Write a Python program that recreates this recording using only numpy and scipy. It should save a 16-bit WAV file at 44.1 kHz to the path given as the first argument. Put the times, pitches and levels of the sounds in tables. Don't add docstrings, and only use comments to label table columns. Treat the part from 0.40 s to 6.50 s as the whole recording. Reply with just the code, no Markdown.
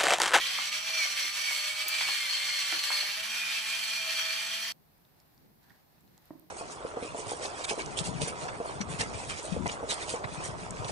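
import sys
import numpy as np
from scipy import signal
from scipy.fft import rfft, irfft, next_fast_len
from scipy.io import wavfile
from scipy.ndimage import uniform_filter1d

SR = 44100
rng = np.random.default_rng(int(sys.argv[2]) if len(sys.argv) > 2 else 0)


def digitize_waveform(pressure):
    field = np.atleast_2d(pressure).T
    bounded = np.clip(field, -1, 1)
    quanta = np.round(bounded * 32767).astype(np.int16)
    wavfile.write(sys.argv[1], SR, quanta)


N = 269041
WHIR_END_S = 4.322

# (time [s], 3.2 kHz resonance [dB], 4.3 kHz resonance [dB],
# 5.7 kHz resonance [dB], treble [dB], shaft tone [dB])
WHIR_COLOUR = [(0, 5.5, -0.5, 1, -4.5, -71.5), (.5, 1, -1, 8.5, -2.5, -75.5), (1, -1, -3, 8.5, -1.5, -85),
               (1.15, 3, 3, 7.5, -1, -84), (1.4, 4, 0, -2.5, -0.5, -82), (1.7, 1, 1.5, -3.5, -2.5, -83.5),
               (2.2, 2.5, 3, 4.5, -2.5, -74), (2.6, -4, 5.5, -2, -1, -77), (2.9, -2, -3, 7, 1, -68.5),
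               (3.15, -2, -6.5, -5, -2.5, -70.5), (3.45, 4.5, 3.5, -2, 0.5, -68),
               (3.6, 3.5, 1.5, 4, -1.5, -69.5), (3.8, 8, 3.5, 5.5, -1, -76.5), (4, 5.5, -3, 2.5, -1, -71.5),
               (4.32, 4, 1, 7.5, 1, -66.5)]
# (frequency [Hz], relative density [dB per Hz])
ROOM_SPECTRUM = [(18, -39.5), (30, -13.5), (50, -6), (160, -5.5), (518, -14), (575, -13.5), (767, -12),
                 (1290, -20.5), (2130, -22.5), (3230, -27), (4310, -24), (7080, -32.5), (10200, -30),
                 (12600, -20.5), (15500, -22)]


def from_db(db):
    return 10 ** (np.asarray(db) / 20)


def rms_one(x):
    return x / np.sqrt(np.mean(x ** 2) + 1e-20)


def in_time(rows):
    time_s, *columns = np.transpose(rows)
    return [np.interp(np.arange(N) / SR, time_s, column) for column in columns]


def at_hz(points, hz):
    point_hz, value = np.transpose(points)
    return np.interp(np.log(hz + 1e-9), np.log(point_hz), value)


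def drift(corner_hz):
    r = np.exp(-2 * np.pi * corner_hz * 40 / SR)
    settle = 2000
    noise = rng.standard_normal(N // 40 + 2 + settle)
    slow = signal.lfilter([1], [1, -2 * r, r * r], noise)[settle:]
    return np.interp(np.arange(N) / 40, np.arange(len(slow)), rms_one(slow))


def resonance(x, hz, width_hz):
    r = np.exp(-np.pi * width_hz / SR)
    zeros = [(1 - r * r) / 2, 0, (r * r - 1) / 2]
    poles = [1, -2 * r * np.cos(2 * np.pi * hz / SR), r * r]
    return signal.lfilter(zeros, poles, x)


def band(x, low_hz, high_hz):
    return signal.sosfilt(signal.butter(2, [low_hz, high_hz], "band", fs=SR, output="sos"), x)


def coloured(x, spectrum):
    size = next_fast_len(N)
    gain = from_db(at_hz(spectrum, np.fft.rfftfreq(size, 1 / SR)))
    return rms_one(irfft(rfft(x, size) * gain, size)[..., :N])


def bursts(events, cycles, noisy, gain_db, rise_s=0.00032):
    length = 4000
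    out = np.zeros(N)
    t = np.arange(length) / SR
    noise = rng.standard_normal((len(events), length))
    for (start_s, level_db, hz, *_), hiss in zip(events, noise):
        hiss = rms_one(band(hiss, hz / 1.5, min(hz * 1.5, .45 * SR)))
        envelope = (1 - np.exp(-t / rise_s)) * np.exp(-np.log(1000) * t * hz / cycles)
        ring = (np.sin(2 * np.pi * hz * t) + noisy * hiss) * envelope
        at = round(start_s * SR)
        out[at:at + length] += from_db(level_db + gain_db) * ring[:N - at]
    return out


def tones(turns, orders, wobble_db):
    out = 0
    for order, level_db in orders:
        waver_db = wobble_db * (.3 * drift(5) + .9 * drift(30))
        sine = np.sqrt(2) * np.sin(2 * np.pi * round(order) * turns)
        out = out + from_db(level_db + waver_db) * sine
    return out


def motor():
    # (time [s], shaft speed [turns/s], slot hum [dB], tooth whine before braking and slack [dB])
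    motor_curve = [(0.0, 172.8, -65, -43), (0.16, 189.9, -64, -51), (0.25, 197.5, -61, -46),
                   (0.46, 215.4, -58, -43), (0.54, 215.8, -55, -40), (0.6, 211.5, -56, -41),
                   (0.655, 196.5, -58, -46), (0.75, 195.5, -64, -47), (0.86, 194.5, -66, -41),
                   (0.95, 203.4, -65, -43), (1.07, 206.0, -63, -40), (1.14, 199.0, -57, -43),
                   (1.24, 202, -55, -41), (1.34, 205.5, -60, -38), (1.44, 208.5, -57, -42),
                   (1.55, 213.8, -57, -36), (1.63, 208.5, -60, -41), (1.87, 189.4, -65, -46),
                   (1.95, 193.1, -63, -47), (2.08, 194.5, -63, -46), (2.16, 196, -64, -47),
                   (2.22, 191.5, -65, -51), (2.33, 187, -63, -50), (2.44, 195.5, -63, -48),
                   (2.54, 197.5, -59, -43), (2.68, 201, -60, -44), (2.75, 209, -59, -52),
                   (2.82, 217, -59, -48), (2.93, 220.5, -63, -42), (3.03, 223.3, -61, -38),
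                   (3.12, 221.5, -61, -41), (3.23, 219.5, -64, -49), (3.34, 220, -62, -39),
                   (3.44, 220.8, -60, -48), (3.54, 219.5, -58, -40), (3.68, 217, -55, -40),
                   (3.82, 214.8, -54, -38), (3.93, 216.5, -56, -41), (4.03, 218.6, -58, -44),
                   (4.15, 220, -57, -47), (4.32, 221.5, -62, -51)]
    # (time [s], 4th and 5th shaft order [dB], 2nd slot harmonic [dB],
    # 2nd tooth harmonic, base level [dB])
    octaves = [(0, -70, -57, -52), (.16, -68, -57, -49), (.5, -63, -62, -58), (.65, -70, -57, -52),
               (.82, -70, -57, -47), (.95, -70, -57, -53), (1.08, -71, -58, -44), (1.18, -72, -58, -46),
               (1.3, -67, -57, -52), (1.5, -60, -55, -49), (1.6, -66, -54, -43), (1.68, -67, -55, -49),
               (1.87, -69, -60, -47), (2.14, -70, -57, -42), (2.25, -70, -57, -50), (2.44, -67, -55, -51),
               (2.54, -66, -54, -43), (2.68, -65, -52, -51), (2.82, -64, -64, -56), (3.2, -65, -63, -62),
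               (3.82, -63, -57, -60), (4.32, -62, -63, -62)]
    # (multiple of the shaft [1], relative level [dB])
    hum_orders = [(3, -2), (9, -9)]
    # (multiple of the shaft [1], relative level [dB])
    whine_orders = [(11, -1.5), (12, -13), (33, -22)]
    brake_whine_db, hard_brake_turns_per_s2 = 13, 220
    whine_slack_db_per_db = 3
    chatter_db, chatter_hz = -5.5, 69

    turns_per_s, hum_db, whine_db = in_time(motor_curve)
    shaft_db, slot_octave_db, tooth_octave_db = in_time(octaves)
    turns_per_s = uniform_filter1d(turns_per_s, size=1500)
    braking = np.clip(-np.gradient(turns_per_s) * SR / hard_brake_turns_per_s2, 0, 1)
    whine_db = whine_db + brake_whine_db * braking
    whine_db -= whine_slack_db_per_db * slack_db()
    turns = np.cumsum(turns_per_s) / SR
    turns += .008 * drift(25)

    hum = from_db(hum_db) * tones(turns, hum_orders, wobble_db=2.4)
    hum += from_db(slot_octave_db) * tones(turns, [(6, 0)], wobble_db=2.0)
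    hum += from_db(shaft_db) * tones(turns, [(4, 0), (5, 0)], wobble_db=1.5)
    unbalance = from_db(in_time(WHIR_COLOUR)[-1]) * tones(turns, [(1, 0)], wobble_db=1.5)
    whine = from_db(whine_db) * tones(turns, whine_orders, wobble_db=2.2)
    whine += from_db(tooth_octave_db) * tones(turns, [(22, 1)], wobble_db=3.5)
    chatter = sum(drift(chatter_hz) * tones(turns, [(k, 0)], wobble_db=2.0) for k in (11, 22))
    whine += from_db(tooth_octave_db + chatter_db) * chatter
    return turns, hum + unbalance + whine


def rattle(turns):
    # (time [s], 2.6-6 kHz level [dB])
    rattle_curve = [(0.0, -29.5), (0.01, -36), (0.29, -37), (0.31, -42.5), (0.34, -33.5), (0.4, -39.5),
                    (0.62, -34), (0.74, -37.5), (0.76, -35), (0.78, -36), (0.88, -36.5), (0.92, -39.5),
                    (0.97, -34.5), (1.01, -37), (1.09, -36), (1.32, -38), (1.34, -38), (1.42, -35),
                    (1.44, -41.5), (1.62, -33), (1.64, -37), (1.74, -34), (1.76, -36.5), (2.24, -36.5),
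                    (2.34, -33.5), (2.42, -39.5), (2.44, -30), (2.46, -36), (2.58, -34.5), (2.7, -38),
                    (3.1, -37), (3.11, -36), (3.18, -35), (3.2, -38), (3.3, -36), (3.43, -38.5),
                    (3.82, -38), (4.27, -39), (4.28, -35), (4.31, -41.5)]
    # (frequency [Hz], relative density [dB per Hz])
    rattle_spectrum = [(180, -62), (500, -40.5), (800, -24.5), (1500, -14), (3000, -7.5), (5000, -11),
                       (7000, -17), (9500, -28), (13000, -31), (15500, -49.5)]
    # (frequency [Hz], width [Hz], mean level [dB])
    housing = [(1205, 91, -17.5), (1466, 26, -12), (1695, 40, -9), (1839, 62, -7), (2010, 67, -9.5),
               (2337, 100, -1.5), (2633, 49, -4.5), (2803, 44, -9), (2910, 40, -10), (3130, 45, -3),
               (3520, 90, -7.5), (4150, 45, -7.5), (4211, 35, -8), (4536, 78, -8), (4630, 90, -8),
               (7760, 760, -10.5), (10730, 910, -15.5), (12100, 800, -45)]
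    # (frequency [Hz], width [Hz], base level [dB])
    changing = [(3220, 79, -2.5), (4334, 147, -1.5), (5677, 160, -10.5)]
    # (frequency [Hz], width [Hz], share removed [0-1])
    valleys = [(3984, 190, 0.3), (5080, 280, 0.2), (6850, 500, 0.2)]

    level_db, = in_time(rattle_curve)
    level_db = level_db + 0.56 * drift(25) - slack_db()
    *changing_db, treble_db, _ = in_time(WHIR_COLOUR)
    contact_db = 1.6 * drift(110) + 1.4 * np.sin(2 * np.pi * turns)
    contacts = rng.standard_normal((3, N)) * from_db(contact_db)
    out = from_db(-15.5) * coloured(contacts[2], rattle_spectrum)
    for k, (hz, width_hz, top_db) in enumerate(housing):
        swell_db = 1.5 * drift(0.69) + 0.98 * drift(3.1)
        out += from_db(top_db + swell_db) * resonance(contacts[k % 2], hz, width_hz)
    for (hz, width_hz, top_db), gain_db in zip(changing, changing_db):
        swell_db = gain_db + 1.8 * drift(8.84)
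        out += from_db(top_db + swell_db) * resonance(contacts[0], hz, width_hz)
    for hz, width_hz, share in valleys:
        out -= np.clip(share, 0, 1) * resonance(out, hz, width_hz)
    out += (from_db(treble_db + 1.1 * drift(24)) - 1) * band(out, 7500, 22000)
    return from_db(level_db) * out / np.std(band(out, 2600, 6000))


def slack_db():
    # (centre time [s], depth [dB], full width at 1/e of the depth [s])
    lulls = [(0.305, 17, 0.0095), (0.415, 1.5, 0.097), (0.753, 6, 0.015), (0.914, 2, 0.053),
             (1.03, 0.5, 0.049), (1.347, 3.5, 0.033), (1.446, 2.5, 0.024), (2.46, 3, 0.048),
             (2.82, 8.5, 0.018), (3.22, 1.5, 0.068), (4.331, 10, 0.025)]
    t = np.arange(N) / SR
    return sum(depth_db * np.exp(-(2 * (t - s) / width_s) ** 2) for s, depth_db, width_s in lulls)


def knocking():
    # (time [s], level before burst gain [dB], pitch [Hz], thump rel. [dB], crack rel. 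[dB])
    knock_events = [(0.187, -23.5, 1060, -23, -15), (.498, -42, 754, -17, -10), (.655, -41, 640, -10, -12),
                    (.845, -41.5, 894, -5, -12), (1.11, -37, 890, -6, -10), (1.459, -43.5, 696, -1, -13),
                    (1.61, -24, 1070, -30, -9), (1.687, -25, 1100, -17, -16),
                    (2.3246, -31.5, 780, -2.5, 3.5), (2.504, -25, 990, -25.5, -21.5),
                    (2.63, -33.5, 830, -14, -14), (2.677, -43.5, 810, -15, -9.5),
                    (3.795, -39, 1110, -21, 7)]
    thump_hz, crack_hz = 332, 2040
    thump_events = [(s, db + thump_db, thump_hz) for s, db, _, thump_db, _ in knock_events]
    crack_events = [(s, db + crack_db, crack_hz) for s, db, _, _, crack_db in knock_events]
    knocks = bursts(knock_events, cycles=6.3, noisy=0.6, gain_db=11.0, rise_s=0.0015)
    thumps = bursts(thump_events, cycles=15.0, noisy=0.61, gain_db=-3.0, rise_s=0.0039)
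    cracks = bursts(crack_events, cycles=35.0, noisy=1.9, gain_db=0.5)
    return band(knocks, 510, 3400) + band(thumps, 220, 900) + cracks


def crackle():
    # (time [s], level before burst gain [dB], pitch [Hz])
    snaps = [(0.2438, -38, 8000), (0.3366, -38, 8000), (0.4983, -31, 7700), (0.5681, -33, 7900),
             (0.605, -30, 8400), (0.7756, -34, 8000), (0.9702, -35, 8200), (1.065, -33, 8000),
             (1.4826, -16, 13500), (1.4839, -20, 11500), (1.485, -20, 14000), (1.4861, -17, 12500),
             (1.4875, -23, 11500), (1.4893, -20, 12500), (1.493, -24, 13500), (1.4975, -26, 14000),
             (2.4114, -34, 8000), (2.832, -38, 7550), (4.0736, -37, 8000)]
    return bursts(snaps, cycles=55.0, noisy=2.5, gain_db=-9.5, rise_s=.0001)


def thud():
    # (frequency [Hz], relative level [dB], t60 [s])
    thud_modes = [(180, -4, 0.027), (288, 6, 0.032), (316, -14.5, 0.44), (614, 6.5, 0.013), (895, -3, 0.02),
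                  (1500, -28, 0.036), (1850, -19, 0.054)]
    start_s, level_db, rise_s = 5.9065, -39, .0005
    t = np.maximum(np.arange(N) / SR - start_s, 0)
    modes = sum(from_db(level_db + mode_db - 60 * t / t60_s) * np.sin(2 * np.pi * hz * t)
                for hz, mode_db, t60_s in thud_modes)
    modes *= 1 - np.exp(-t / rise_s)
    return -band(modes, 150, 2200)


def handling():
    # (time [s], level before burst gain [dB], pitch [Hz], left-right [dB])
    tick_events = [(4.5797, -56, 12600, -5), (4.65, -61, 3650, -2.5), (4.801, -53, 5280, -4),
                   (4.9462, -54, 13000, -1), (4.978, -59, 4828, 6), (5.231, -62, 4632, 0),
                   (5.241, -65, 4500, 0), (5.2719, -66, 800, -4), (5.297, -66, 1650, -9),
                   (5.297, -61, 3500, -9), (5.3047, -53.5, 1800, -3), (5.3043, -60, 800, -11),
                   (5.3136, -62, 1800, -4), (5.3607, -64, 4700, -0.5), (5.5807, -68, 2630, -6),
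                   (5.608, -61, 7700, -10), (5.677, -62, 4060, 2), (5.7783, -53, 7500, -10),
                   (5.7783, -58, 4160, -6), (5.778, -62.5, 850, -1), (5.8561, -50, 12200, -5),
                   (5.9788, -57, 14100, -9), (5.9965, -45, 13700, -14)]
    # (time [s], low range level [dB], high range level [dB])
    rustle_curve = [(4.34, -74, -83), (4.5, -75, -74.5), (4.85, -79, -72.5), (5.05, -62, -71.5),
                    (5.19, -70, -78), (5.24, -75, -67), (5.31, -64.5, -68), (5.39, -78, -65),
                    (5.45, -96, -74), (5.65, -62, -70.5), (5.78, -68, -69), (5.88, -72, -65.5),
                    (5.95, -66, -69), (6.1, -64, -75)]
    # (time [s], level [dB])
    scrape_curve = [(5.21, -95), (5.24, -79), (5.285, -78), (5.305, -69), (5.325, -73), (5.37, -73),
                    (5.42, -95)]
    rise_cycles, rustle_pan_db = 1.5, -1.5
    scrape_hz, scrape_width_hz = 1740, 600

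    ticks = 0
    for row in tick_events:
        _, _, hz, pan_db = row
        tick = bursts([row], cycles=35.0, noisy=0.69, gain_db=3.5, rise_s=rise_cycles / hz)
        ticks = ticks + tick * from_db([[pan_db / 2], [-pan_db / 2]])
    low_db, high_db = in_time(rustle_curve)
    grains = coloured(rng.standard_normal((2, N)), ROOM_SPECTRUM) * from_db(1.5 * drift(30.4))
    rustle = from_db(low_db) * rms_one(band(grains, 130, 510))
    rustle += from_db(high_db) * rms_one(band(grains, 490, 9000))
    scrape_db, = in_time(scrape_curve)
    scrape = resonance(grains, scrape_hz, scrape_width_hz)
    scrape = resonance(scrape, scrape_hz, scrape_width_hz)
    rustle += from_db(scrape_db) * rms_one(scrape)
    rustle *= from_db([[rustle_pan_db / 2], [-rustle_pan_db / 2]])
    return ticks + rustle * (np.arange(N) > WHIR_END_S * SR)


def room_tone():
    # (frequency [Hz], left-right likeness [-1 to 1])
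    likeness = [(60, 0.58), (240, 0.078), (950, -0.13), (3770, -0.18), (15000, 0.089)]
    air_db = -64.5
    drone_hz, drone_width_hz, drone_db = 155.3, 6.1, -76
    size = next_fast_len(N)
    alike = np.clip(at_hz(likeness, np.fft.rfftfreq(size, 1 / SR)), -1, 1)
    mid, side = rfft(rng.standard_normal((2, size)))
    air = irfft(np.sqrt(1 + alike) * mid + np.sqrt(1 - alike) * side * [[1], [-1]], size)[:, :N]
    drone = rms_one(resonance(rng.standard_normal(N), drone_hz, drone_width_hz))
    return from_db(air_db) * coloured(air, ROOM_SPECTRUM) + from_db(drone_db) * drone


def kitchen(x, wet_db, t60_s, moves_hz=2.35):
    # (frequency [Hz], left-right [dB])
    port_balance = [(60, -6), (110, -7.5), (200, 2.5), (380, -5.5), (700, -3.5), (1290, 5), (2380, -4),
                    (4400, 3), (8120, -6), (15000, -2)]
    # (frequency [Hz], left lead [rad])
    port_phase = [(0, 0), (1810, -0.3), (2670, 0.5), (4480, 0.5), (5430, 7.7), (5770, 5.3), (6030, 6.5),
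                  (8270, 2.3), (9040, 4.1), (11200, 17.6), (12000, 25.1), (12600, 27.6), (14000, 25.4),
                  (16200, 32.8)]
    echo_cut_hz = 60000
    size = next_fast_len(N + SR)
    hz = np.fft.rfftfreq(size, 1 / SR)
    t = np.arange(SR // 2) / SR
    tails = rng.standard_normal((2, 2, SR // 2)) * from_db(-60 * t / t60_s) * (t > .004)
    tails *= from_db(wet_db) / np.sqrt(np.sum(tails ** 2, axis=-1, keepdims=True))
    place_rad = 2.76 * drift(moves_hz)
    echo = rfft(x * np.cos(place_rad), size) * rfft(tails[0], size)
    echo += rfft(x * np.sin(place_rad), size) * rfft(tails[1], size)
    echo /= 1 + hz / echo_cut_hz
    balance = from_db(at_hz(port_balance, hz) / 2)
    lead = np.exp(.5j * np.interp(hz, *np.transpose(port_phase)))
    direct = rfft(x, size) * [lead, 1 / lead]
    return irfft([balance, 1 / balance] * (direct + echo), size)[:, :N]


def scene():
    t60_s, echo_db, near_echo_db = .2, -.2, -8
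    fade_db, fade_t60_s = -18, 0.06
    thud_pan_db = -2.5
    after_s = np.arange(N) / SR - WHIR_END_S
    fade = from_db(fade_db - 60 * np.maximum(after_s, 0) / fade_t60_s)
    sounding = np.clip(-after_s / 0.0004, fade, 1)
    turns, motor_tones = motor()
    whir = kitchen(rattle(turns) + knocking(), echo_db, t60_s)
    whir += kitchen(motor_tones + crackle(), near_echo_db, t60_s, moves_hz=0.54)
    blow = kitchen(thud(), wet_db=-4, t60_s=0.48) * from_db([[thud_pan_db / 2], [-thud_pan_db / 2]])
    return whir * sounding + blow + handling() + room_tone()


def record(dry):
    return signal.sosfilt(signal.cheby2(16, 70, 16250, fs=SR, output="sos"), dry)


dry = scene()
out = record(dry)
digitize_waveform(out)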